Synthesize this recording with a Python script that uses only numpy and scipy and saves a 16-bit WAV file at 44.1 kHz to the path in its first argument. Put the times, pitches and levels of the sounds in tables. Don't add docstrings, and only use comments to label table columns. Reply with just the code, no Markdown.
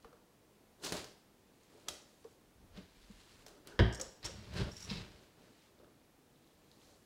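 import sys
import numpy as np
from scipy import signal
from scipy.fft import rfft, irfft, next_fast_len
from scipy.io import wavfile
from scipy.ndimage import uniform_filter1d, map_coordinates

SR = 44100
rng = np.random.default_rng(int(sys.argv[2]) if len(sys.argv) > 2 else 0)


def store_pcm(level_fs):
    pcm = np.round(np.clip(level_fs, -1, 1) * 32767).astype(np.int16)
    wavfile.write(sys.argv[1], SR, np.atleast_2d(pcm).T)


def volts_from_decibels(level):
    exponent = np.asarray(level, float) / 20
    return 10 ** exponent


N = 311065


def unit(x):
    return x / np.sqrt(np.mean(x ** 2) + 1e-20)


def along(points, hz):
    f, v = np.transpose(points)
    return np.interp(np.log(hz + 1), np.log(f + 1), v)


def filtered(x, response):
    m = next_fast_len(len(x) + 4096)
    return irfft(rfft(x, m) * response(np.fft.rfftfreq(m, 1 / SR)), m)[:len(x)]


def resonant(x, peaks):
    def response(f):
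        total = 0
        for k, (centre, width, db) in enumerate(peaks):
            damping = 1j * f * width
            total = total + (-1) ** k * volts_from_decibels(db) * damping / (centre * centre - f * f + damping)
        return total
    return filtered(x, response)


def coloured(x, spectrum):
    return unit(filtered(x, lambda hz: volts_from_decibels(along(spectrum, hz))))


def wobble(rate):
    knots = rng.standard_normal(int(N * rate / SR) + 4)
    return map_coordinates(knots, [np.arange(N) * rate / SR])


def add(out, s, x):
    part = out[round(s * SR):][:len(x)]
    part += x[:len(part)]


def strike(size):
    return 1. * (np.arange(size) == 0)


def sine(hz, t):
    return np.sin(2 * np.pi * hz * t)


def grit(spread_db):
    return rng.standard_normal(N) * volts_from_decibels(spread_db * wobble(600) + .9 * wobble(40))


def strokes(rows, fade):
    s, rise, hold, db = np.transpose(rows)[..., None]
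    grid = np.arange(0, N / SR + .001, .001)
    build_db = 30 * np.minimum(grid - s, 0) / abs(rise)
    fade_db = fade * np.maximum(grid - s - abs(hold), 0)
    gain = volts_from_decibels(db + build_db - fade_db)
    return np.interp(np.arange(N) / SR, grid, gain.sum(axis=0))


# (frequency [Hz], t60 [s])
TILE_DECAY = [(200, 0.59), (1500, 0.58), (5000, 0.53), (10000, 0.43), (13000, 0.31), (16000, 0.44)]


def roomy(x, wet_db, rattle_db=-60, t60=.01):
    hz, t, z = signal.stft(rng.standard_normal(SR // 2), SR, nperseg=256)
    decay = volts_from_decibels(-60 * t / along(TILE_DECAY, hz)[:, None])
    tail = signal.istft(z * decay, SR, nperseg=256)[1]
    t = np.arange(len(tail)) / SR
    tail *= 1 - np.exp(-t / 0.00029)
    echoes = volts_from_decibels(rattle_db - 60 * t / t60) * rng.standard_normal(len(t))
    echoes[0] = 1
    return signal.fftconvolve(x, echoes + volts_from_decibels(wet_db) * tail / np.linalg.norm(tail))


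# (frequency [Hz], density [dB per Hz])
TONE_SPECTRUM = [(12, -64), (20, -6.5), (65, -6), (116, -5.5), (150, -4.5), (319, -4.5), (446, -9),
                 (485, -5), (527, -10), (698, -12), (1530, -20), (1710, -19.5), (2320, -21.5), (16000, -30)]


def room_tone():
    return volts_from_decibels(-67 + .3 * wobble(3)) * coloured(rng.standard_normal(N), TONE_SPECTRUM)


# (time [s], peak level [dB], pitch [Hz])
NIPS = [(0.0262, -64, 4600), (0.046, -58, 1150), (.0466, -60, 4300), (.0495, -61, 3000), (.027, -67, 6200),
        (0.0314, -66, 3100), (0.8003, -59, 3800), (1.634, -66, 4180), (1.6345, -61, 6800),
        (1.7402, -63, 8100), (1.9413, -47, 7860), (4.2298, -44, 4300), (4.236, -47, 4000),
        (4.8255, -50, 3950), (4.9025, -41, 4400), (1.0445, -41.5, 5030), (2.247, -65, 990),
        (4.572, -41, 4900), (4.587, -42, 3600), (4.601, -42, 4700), (4.616, -41, 3300), (4.893, -49, 3700),
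        (4.9009, -43, 2520), (5.7905, -61.5, 3750), (5.8444, -67, 3700), (5.9444, -69, 3770),
        (5.9994, -67.5, 3600), (6.359, -62.5, 3740), (6.444, -66, 3900), (6.4748, -62, 3700),
        (6.7152, -52.5, 4100), (6.816, -59.5, 3300)]


def nips():
    out = np.zeros(N)
    for s, db, hz in NIPS:
        band = [(hz, .26 * hz, 0)]
        tick = resonant(resonant(strike(size=1024), band), band)
        tick = volts_from_decibels(db + 1.5) * tick / np.abs(tick).max()
        add(out, s, roomy(tick, wet_db=-4, rattle_db=-24, t60=.012))
    return out


# (full force [s], rise [s], hold [s], level [dB], sharp edge re scrape [dB])
SKIDS = [(0.035, 0.1, .01, -77, -16), (0.84, 0.014, .01, -58, -13), (0.844, 0.035, 0.012, -52, 0),
         (0.924, 0.0048, 0.018, -56, -0.5), (0.97, 0.11, 0.028, -57, -21), (1.74, 0.6, 0.25, -74, -4.5),
         (2.093, .05, 0.016, -83, 3), (2.196, 0.22, 0.14, -81.5, 0.5), (4.246, 0.029, .005, -48.5, -42),
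         (4.823, 0.29, 0.057, -61, -8), (4.908, 0.047, .01, -51.5, -22), (6.822, 0.33, 0.063, -77.5, -1.5)]
# (full force [s], rise [s], hold [s], level [dB], sharp edge re scrape [dB])
SLIDES = [(2.772, 0.065, 0.0094, -61.5, -25.5), (2.96, 0.15, 0.16, -77, -11), (3.2, 0.83, 0.21, -69, -6.5),
          (3.52, 0.17, 0.051, -77, -16), (4.39, 0.27, 0.087, -65.5, -13), (4.6, 0.17, 0.018, -54, -28),
          (4.98, 0.061, 0.016, -57, -22), (5.14, 0.52, 0.096, -70, -11), (5.4, 0.23, 0.26, -73.5, -9.5),
          (5.786, 0.037, .005, -80, -17), (6.5, 0.56, .2, -82.5, -14), (6.95, 0.22, 0.089, -83.5, 3)]
# (full force [s], rise [s], hold [s], level [dB], sharp edge re scrape [dB])
CROSSINGS = [
    (3.68, 0.066, 0.0038, -63, -21),
    (3.73, 0.04, .04, -80, -43),
    (4.573, 0.075, 0.027, -51, -12.5),
]
PIPE_SHARES = (-55, -22, -7)
# (full load [s], rise [s], hold [s], shell level [dB], deep sway level [dB])
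LEANS = [(0.045, 0.024, 0.0077, -66, -85), (0.142, .02, .005, -73, -75), (0.826, 0.04, 0.017, -60, -74),
         (0.874, 0.1, 0.031, -49.5, -62), (0.923, 0.004, 0.012, -47.5, -50.5),
         (1.0, 0.082, 0.065, -62, -75), (1.723, 0.055, 0.071, -67, -75), (1.896, 0.077, 0.012, -55, -65),
         (2.254, 0.03, 0.0089, -65.5, -89), (2.63, 0.35, .02, -80, -66), (2.778, 0.13, 0.0045, -60.5, -56),
         (3.1, 0.083, .01, -87, -64), (3.35, 0.37, 0.029, -82, -71.5), (3.487, 0.27, 0.1, -65.5, -91.5),
         (3.704, 0.16, 0.072, -59.5, -73), (3.996, 0.12, 0.056, -57, -70),
         (4.249, 0.036, 0.0069, -51.5, -52), (4.342, 0.14, 0.13, -63.5, -56),
         (4.548, 0.075, 0.033, -77, -55), (4.6, 0.13, 0.016, -44, -38), (4.9, 0.14, 0.11, -57.5, -47),
         (5.1, 0.41, 0.14, -67, -67.5), (5.39, 0.13, 0.11, -68.5, -72.5), (4.66, .05, 0.0093, -57.5, -62),
         (5.821, 0.23, 0.065, -65.5, -75), (6.886, 0.55, 0.069, -68, -75)]
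# (centre [Hz], width [Hz], level [dB])
PIPE = [(1655, 550, 3.5), (2530, 45, -1), (3000, 790, 0.5), (3950, 550, 0), (4800, 1100, -3.5)]
# (frequency [Hz], density [dB per Hz])
SCRAPE_SPECTRUM = [(530, -18), (900, 3.5), (1130, 1.5), (1840, 2), (3970, 4), (4810, 1.5), (8330, -19.5),
                   (9000, -33), (11700, -72), (19800, -120)]
# (frequency [Hz], density [dB per Hz])
EDGE_SPECTRUM = [(4000, -14.5), (7000, -1), (10500, -5.5), (13000, -15), (16000, -21)]
# (frequency [Hz], density [dB per Hz])
SHELL_SPECTRUM = [(76, -45), (130, -11), (151, -5), (190, -5.5), (286, -3.5), (376, -0.5), (404, 1),
                  (531, -8), (596, -1), (662, -10), (1600, -17), (2080, -32), (3520, -120)]
# (frequency [Hz], density [dB per Hz])
SWAY_SPECTRUM = [(18, -34), (30, -2.5), (81, 2.5), (129, 0), (155, -20), (177, 0), (191, -0.5),
                 (230, -11.5), (300, -44), (510, -120)]


def dragging():
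    force = grit(spread_db=1.5)
    scrape, edge = coloured(force, SCRAPE_SPECTRUM), coloured(force, EDGE_SPECTRUM)
    piped = unit(resonant(resonant(force, PIPE), PIPE))
    shell = coloured(grit(spread_db=2.5), SHELL_SPECTRUM)
    sway = coloured(grit(spread_db=2.5), SWAY_SPECTRUM)
    out = strokes([row[:4] for row in LEANS], fade=184) * shell
    out += strokes([(*row[:3], row[4]) for row in LEANS], fade=184) * sway
    for rows, pipe_db in zip((SKIDS, SLIDES, CROSSINGS), PIPE_SHARES):
        out += strokes([row[:4] for row in rows], fade=167) * (scrape + volts_from_decibels(pipe_db) * piped)
        out += strokes([(*row[:3], row[3] + row[4]) for row in rows], fade=150) * edge
    return out


# (time [s], peak level [dB], pitch [Hz], t60 [s])
KNOCKS = [(0.045, -61, 461, 0.13), (0.127, -66, 515, 0.055), (1.748, -59, 436, 0.053),
          (1.881, -53.5, 619, 0.21), (2.247, -51, 451, 0.057), (3.098, -52.5, 205, 0.066),
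          (2.775, -52, 187, 0.095), (3.329, -68, 294, 0.041), (3.949, -52, 274, 0.045),
          (3.999, -51.5, 537, 0.1), (4.015, -55, 500, 0.09), (4.058, -59, 531, 0.13),
          (5.799, -61, 532, 0.054), (5.845, -71, 366, 0.053)]
# (time [s], peak level [dB], pitch [Hz], t60 [s])
MORE_KNOCKS = [(2.8, -56, 283, 0.099), (3.8, -53, 420, 0.07), (0.043, -64, 55, 0.089), (.055, -57, 610, 0.044),
               (.137, -59, 480, 0.036), (4.252, -47, 950, 0.05), (4.262, -56, 1900, .03),
               (4.292, -48.5, 540, 0.037), (4.9, -47, 940, 0.048), (5.5, -59, 270, 0.064), (4.548, -46, 105, .1),
               (4.61, -43, 147, 0.093), (4.632, -45, 109, 0.11), (4.664, -45, 139, .1), (4.6, -45, 390, .08),
               (4.955, -46.5, 96, 0.14), (4.926, -48, 129, 0.125), (4.988, -47, 150, 0.086),
               (0.051, -63, 1200, .03), (4.585, -56, 275, 0.086), (4.605, -54, 73, 0.2), (4.53, -49, 82, 0.13),
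               (4.59, -51, 213, 0.11), (4.909, -43.5, 202, 0.11), (4.969, -49, 169, 0.12)]


def knocks():
    out, t = np.zeros(N), np.arange(SR // 4) / SR
    for s, db, hz, t60 in KNOCKS + MORE_KNOCKS:
        panel = sine(hz, t) + 0.34 * volts_from_decibels(-60 * t / t60) * sine(2.4 * hz, t)
        unevenness = uniform_filter1d(rng.standard_normal(len(t)), size=200) * np.sqrt(200)
        panel *= volts_from_decibels(3 * unevenness)
        add(out, s, panel * volts_from_decibels(db - 60 * t / t60) * (1 - np.exp(-t / 0.0031)))
    return roomy(1.8 * out, wet_db=-13, rattle_db=-22, t60=.03)[:N]


# (time [s], peak level [dB], pitch [Hz], dull part [dB], bright part [dB])
TICKS = [(0.0462, -50, 1800, 3.5, -18.5), (0.129, -57.5, 1600, 4.5, -20), (.8268, -43, 5100, -6, -20),
         (0.833, -44, 4650, -6, -18), (0.8395, -37, 5200, 2.5, -14), (0.8482, -29, 6850, -2.5, -12),
         (0.8656, -29, 4300, -4, -8), (0.8705, -37, 5260, -2, -16), (0.9224, -22.5, 4800, -1, -5),
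         (0.9274, -37, 4600, 2, -19), (0.968, -31.5, 4350, -6, -8), (1.0426, -39.5, 5300, -9, -9),
         (1.8823, -47, 5700, 9.5, -15), (2.243, -52.5, 5500, 2, -12), (2.7663, -47, 2330, -5, -33),
         (3.4643, -39.5, 5960, -0.5, -11), (3.482, -42.5, 4900, -3, -15), (3.673, -37, 5130, -4, 17.5),
         (3.9983, -32, 4130, 0.5, -14), (4.229, -42, 2600, -3, -33.5), (4.5382, -41, 3900, -15, -22),
         (4.5654, -46, 4800, -3, -21), (4.9012, -40, 4000, 1, -32), (5.8444, -66, 1800, 5, -16),
         (6.715, -54.5, 4900, -11, -21)]


def claws():
    out = np.zeros(N)
    bounce_s = .00066
    for s, db, hz, dull_db, bright_db in TICKS:
        wide = np.clip(0.6 - 0.06 * dull_db, .3, 1)
        pitched = resonant(strike(size=1024), [(hz, wide * hz, 0)])
        dull = resonant(strike(size=1024), [(634, 570, dull_db + 6.0)])
        bright = resonant(strike(size=1024), [(11100, 5300, bright_db - 30.0)])
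        click = (pitched - (dull + bright)) / np.abs(pitched).max()
        click = click + 0.05 * np.roll(click, round(bounce_s * SR))
        tip = resonant(strike(size=256), [(11500, 7700, 0)])
        add(out, s, volts_from_decibels(db + bright_db - 11.0) * tip)
        add(out, s, roomy(volts_from_decibels(db - 5) * click, wet_db=6.0, rattle_db=-13, t60=0.03))
    return out


# (full force [s], rise [s], hold [s], level [dB])
RASPS = [
    [(4.722, 0.024, .005, -57), (4.81, 0.09, 0.038, -53.5)],
    [(4.9, 0.023, 0.0046, -44.5), (4.976, 0.26, 0.0054, -52)],
    [(.852, 0.038, 0.019, -42), (6.83, .3, 0.11, -71)],
    [(3.692, .045, 0.07, -61.5), (4.567, 0.035, 0.085, -55)],
]
# (centre [Hz], width [Hz], level [dB])
RASPED = [
    [(5620, 260, 7.5), (6400, 1500, -6), (7200, 600, 0.5), (8240, 500, -21), (10100, 400, -12)],
    [(2180, 110, -1), (2630, 100, 3.5), (3600, 300, 0), (4000, 370, 2), (5200, 660, -4.5)],
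    [(4100, 1200, 2), (6560, 2000, -2)],
    [(374, 23, 2), (1430, 150, 8), (1670, 160, 6), (1730, 37, 8), (3290, 180, -11), (4900, 200, -13)],
]


def rasping():
    out = np.zeros(N)
    for rows, peaks in zip(RASPS, RASPED):
        out += volts_from_decibels(-3.0) * strokes(rows, fade=280) * unit(resonant(grit(spread_db=3.5), peaks))
    return out


# (full force [s], rise [s], hold [s], level [dB])
GRIPS = [
    (1.46, .3, .17, -86),
    (2.666, 0.26, 0.084, -65),
    (3.0, 0.25, 0.22, -65),
    (3.65, 1, 0.48, -70),
]
# (frequency [Hz], density [dB per Hz])
GRIP_SPECTRUM = [(15, -25), (28, -9), (42, -9), (60, -42), (100, -82)]


def handling():
    return strokes(GRIPS, fade=100) * coloured(rng.standard_normal(N), GRIP_SPECTRUM)


# (time [s], peak level [dB], second clack re first [dB])
SNAP = (1.8849, -26.5, -6.5)
# (centre [Hz], width [Hz], level [dB])
CLACK = [(654, 860, -8), (1800, 1500, -7), (3460, 1300, -2.5), (5500, 1700, -1.5), (7200, 2400, -4),
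         (11000, 5700, -15)]


def snap():
    s, db, second_db = SNAP
    gap_s = .00154
    click = resonant(strike(size=1024), CLACK)
    click = click + volts_from_decibels(second_db) * np.roll(click, round(gap_s * SR))
    click = volts_from_decibels(db) * click / np.abs(click).max()
    out = np.zeros(N)
    add(out, s, roomy(click, wet_db=3.0, rattle_db=-13.5, t60=0.037))
    return out


# (time [s], boom level [dB], slap level [dB])
BLOWS = [
    (3.7912, -31, -4.5),
    (3.7982, -25, -7.5),
    (3.8054, -18.5, -16),
]
# (frequency [Hz], level [dB], t60 [s])
LOW_PANELS = [(60, -3.5, 0.29), (97, 1, 0.16), (112.6, -1.5, 0.29), (159, -11, 0.26), (192.7, -10.5, 0.26),
              (254, -12.5, 0.23), (336, -9, 0.11), (375, -13.5, 0.3), (420, -19.5, 0.21)]
# (centre [Hz], width [Hz], level [dB])
UPPER_SHELL = [(360, 150, 4), (638, 63, 3.5), (717, 46, 2.5), (952, 74, -0.5), (1240, 170, -5)]
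# (frequency [Hz], level [dB], t60 [s])
STIFF_PANELS = [(438, -18, .17), (584, -17, 0.14), (691, -14, 0.3), (950, -11, 0.38), (2370, -27, 0.25),
                (1560, -16, 0.25), (1696, -9, 0.183), (1740, -21, .3), (1860, -17, 0.24), (3060, -18, 0.26),
                (3180, -14, 0.35), (3300, -14, 0.22), (3900, -13.5, 0.214), (4870, -30, .3)]


def fall():
    out, t = np.zeros(N), np.arange(SR // 2) / SR
    boom = sum(volts_from_decibels(level - 60 * t / t60) * sine(hz, t) for hz, level, t60 in LOW_PANELS)
    boom *= 1 - np.exp(-t / 0.0018)
    boom = filtered(boom, lambda hz: (1j * hz / (30 + 1j * hz)) ** 2)
    flesh = filtered(strike(size=len(t)), lambda hz: 1 / (1 + 1j * hz / 6500) ** 4)
    hard = volts_from_decibels(8.5) * resonant(flesh, UPPER_SHELL)
    hard += volts_from_decibels(1.5) * resonant(resonant(flesh, PIPE), PIPE)
    hard += volts_from_decibels(-13) * flesh
    hard += volts_from_decibels(-9) * resonant(flesh, [(4350, 500, 0), (2500, 500, -3)])
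    for k, (s, boom_db, slap_db) in enumerate(BLOWS):
        chime = sum(volts_from_decibels(level + rng.normal(0, 1.2) - 60 * t / t60) * sine(hz, t)
                    for hz, level, t60 in STIFF_PANELS)
        add(out, s, volts_from_decibels(slap_db - 27.5) * chime * (1 - np.exp(-t / 0.00044)))
        swing = (-1) ** k
        add(out, s, swing * volts_from_decibels(boom_db) * roomy(boom, wet_db=-19))
        add(out, s, volts_from_decibels(slap_db) * roomy(hard, wet_db=3.5, rattle_db=-13.5, t60=0.027))
    return out


# (time [s], peak level [dB], brightness [dB])
TAPS = [(3.926, -36.5, -6), (3.935, -42, 0), (3.947, -32, -4.5), (3.9537, -34, -3), (3.975, -37, -18),
        (3.998, -21, -23), (4.0126, -27, 4), (4.244, -29.5, -12), (4.25, -25, -8), (4.254, -29.5, -5),
        (4.2595, -28, 0), (4.7162, -39, -24), (4.7665, -30.5, -19), (4.779, -33, -18), (4.805, -31, -20),
        (4.826, -34, -20)]
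# (frequency [Hz], level [dB], t60 [s])
RING_MODES = [(4860, -23, 0.0028), (5630, 2.5, 0.01), (5640, -35, 0.36), (5600, -28, .2),
              (6530, -6, 0.0071), (6000, -13, .005), (6200, 5, 0.0032), (6920, -1.5, 0.0045),
              (7260, -1.5, 0.006), (7930, -9.5, 0.0092), (8210, -7, 0.0063), (7600, -12, .008),
              (10000, -15.5, 0.0062), (12250, -23, 0.0053)]


def drain_ring():
    out, t = np.zeros(N), np.arange(SR // 8) / SR
    band = [(6150, 5700, 0.0041)]
    scratch = resonant(resonant(resonant(strike(size=len(t)), band), band), band)
    for s, db, bright_db in TAPS:
        ring = np.zeros(len(t))
        for hz, level, t60 in RING_MODES:
            tilt_db = (bright_db + 9.5) * (hz > 6800)
            seated_db = level + tilt_db + rng.normal(0, 3)
            ring += volts_from_decibels(seated_db - 60 * t / t60) * sine(hz * rng.normal(1, .006), t)
        ring *= 1 - np.exp(-t / 0.0012)
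        chink = volts_from_decibels(db - 14.5) * (ring + volts_from_decibels(bright_db / 2 + 20.0) * scratch)
        add(out, s, roomy(chink, wet_db=2.5, rattle_db=-10.0, t60=0.027))
    return out


def scene():
    contacts = nips() + knocks() + claws() + snap() + fall() + drain_ring()
    return (room_tone() + dragging() + rasping() + handling() + contacts)[None]


def top_cut(x):
    return signal.sosfilt(signal.butter(12, 16510, fs=SR, output="sos"), x)


def record(dry):
    def mic(hz):
        return 1j * hz / (25 + 1j * hz) * np.where(hz < 15830, 1, .1)
    mix = filtered(dry[0], mic)[None]
    return top_cut(mix)


dry = scene()
out = record(dry)
store_pcm(out)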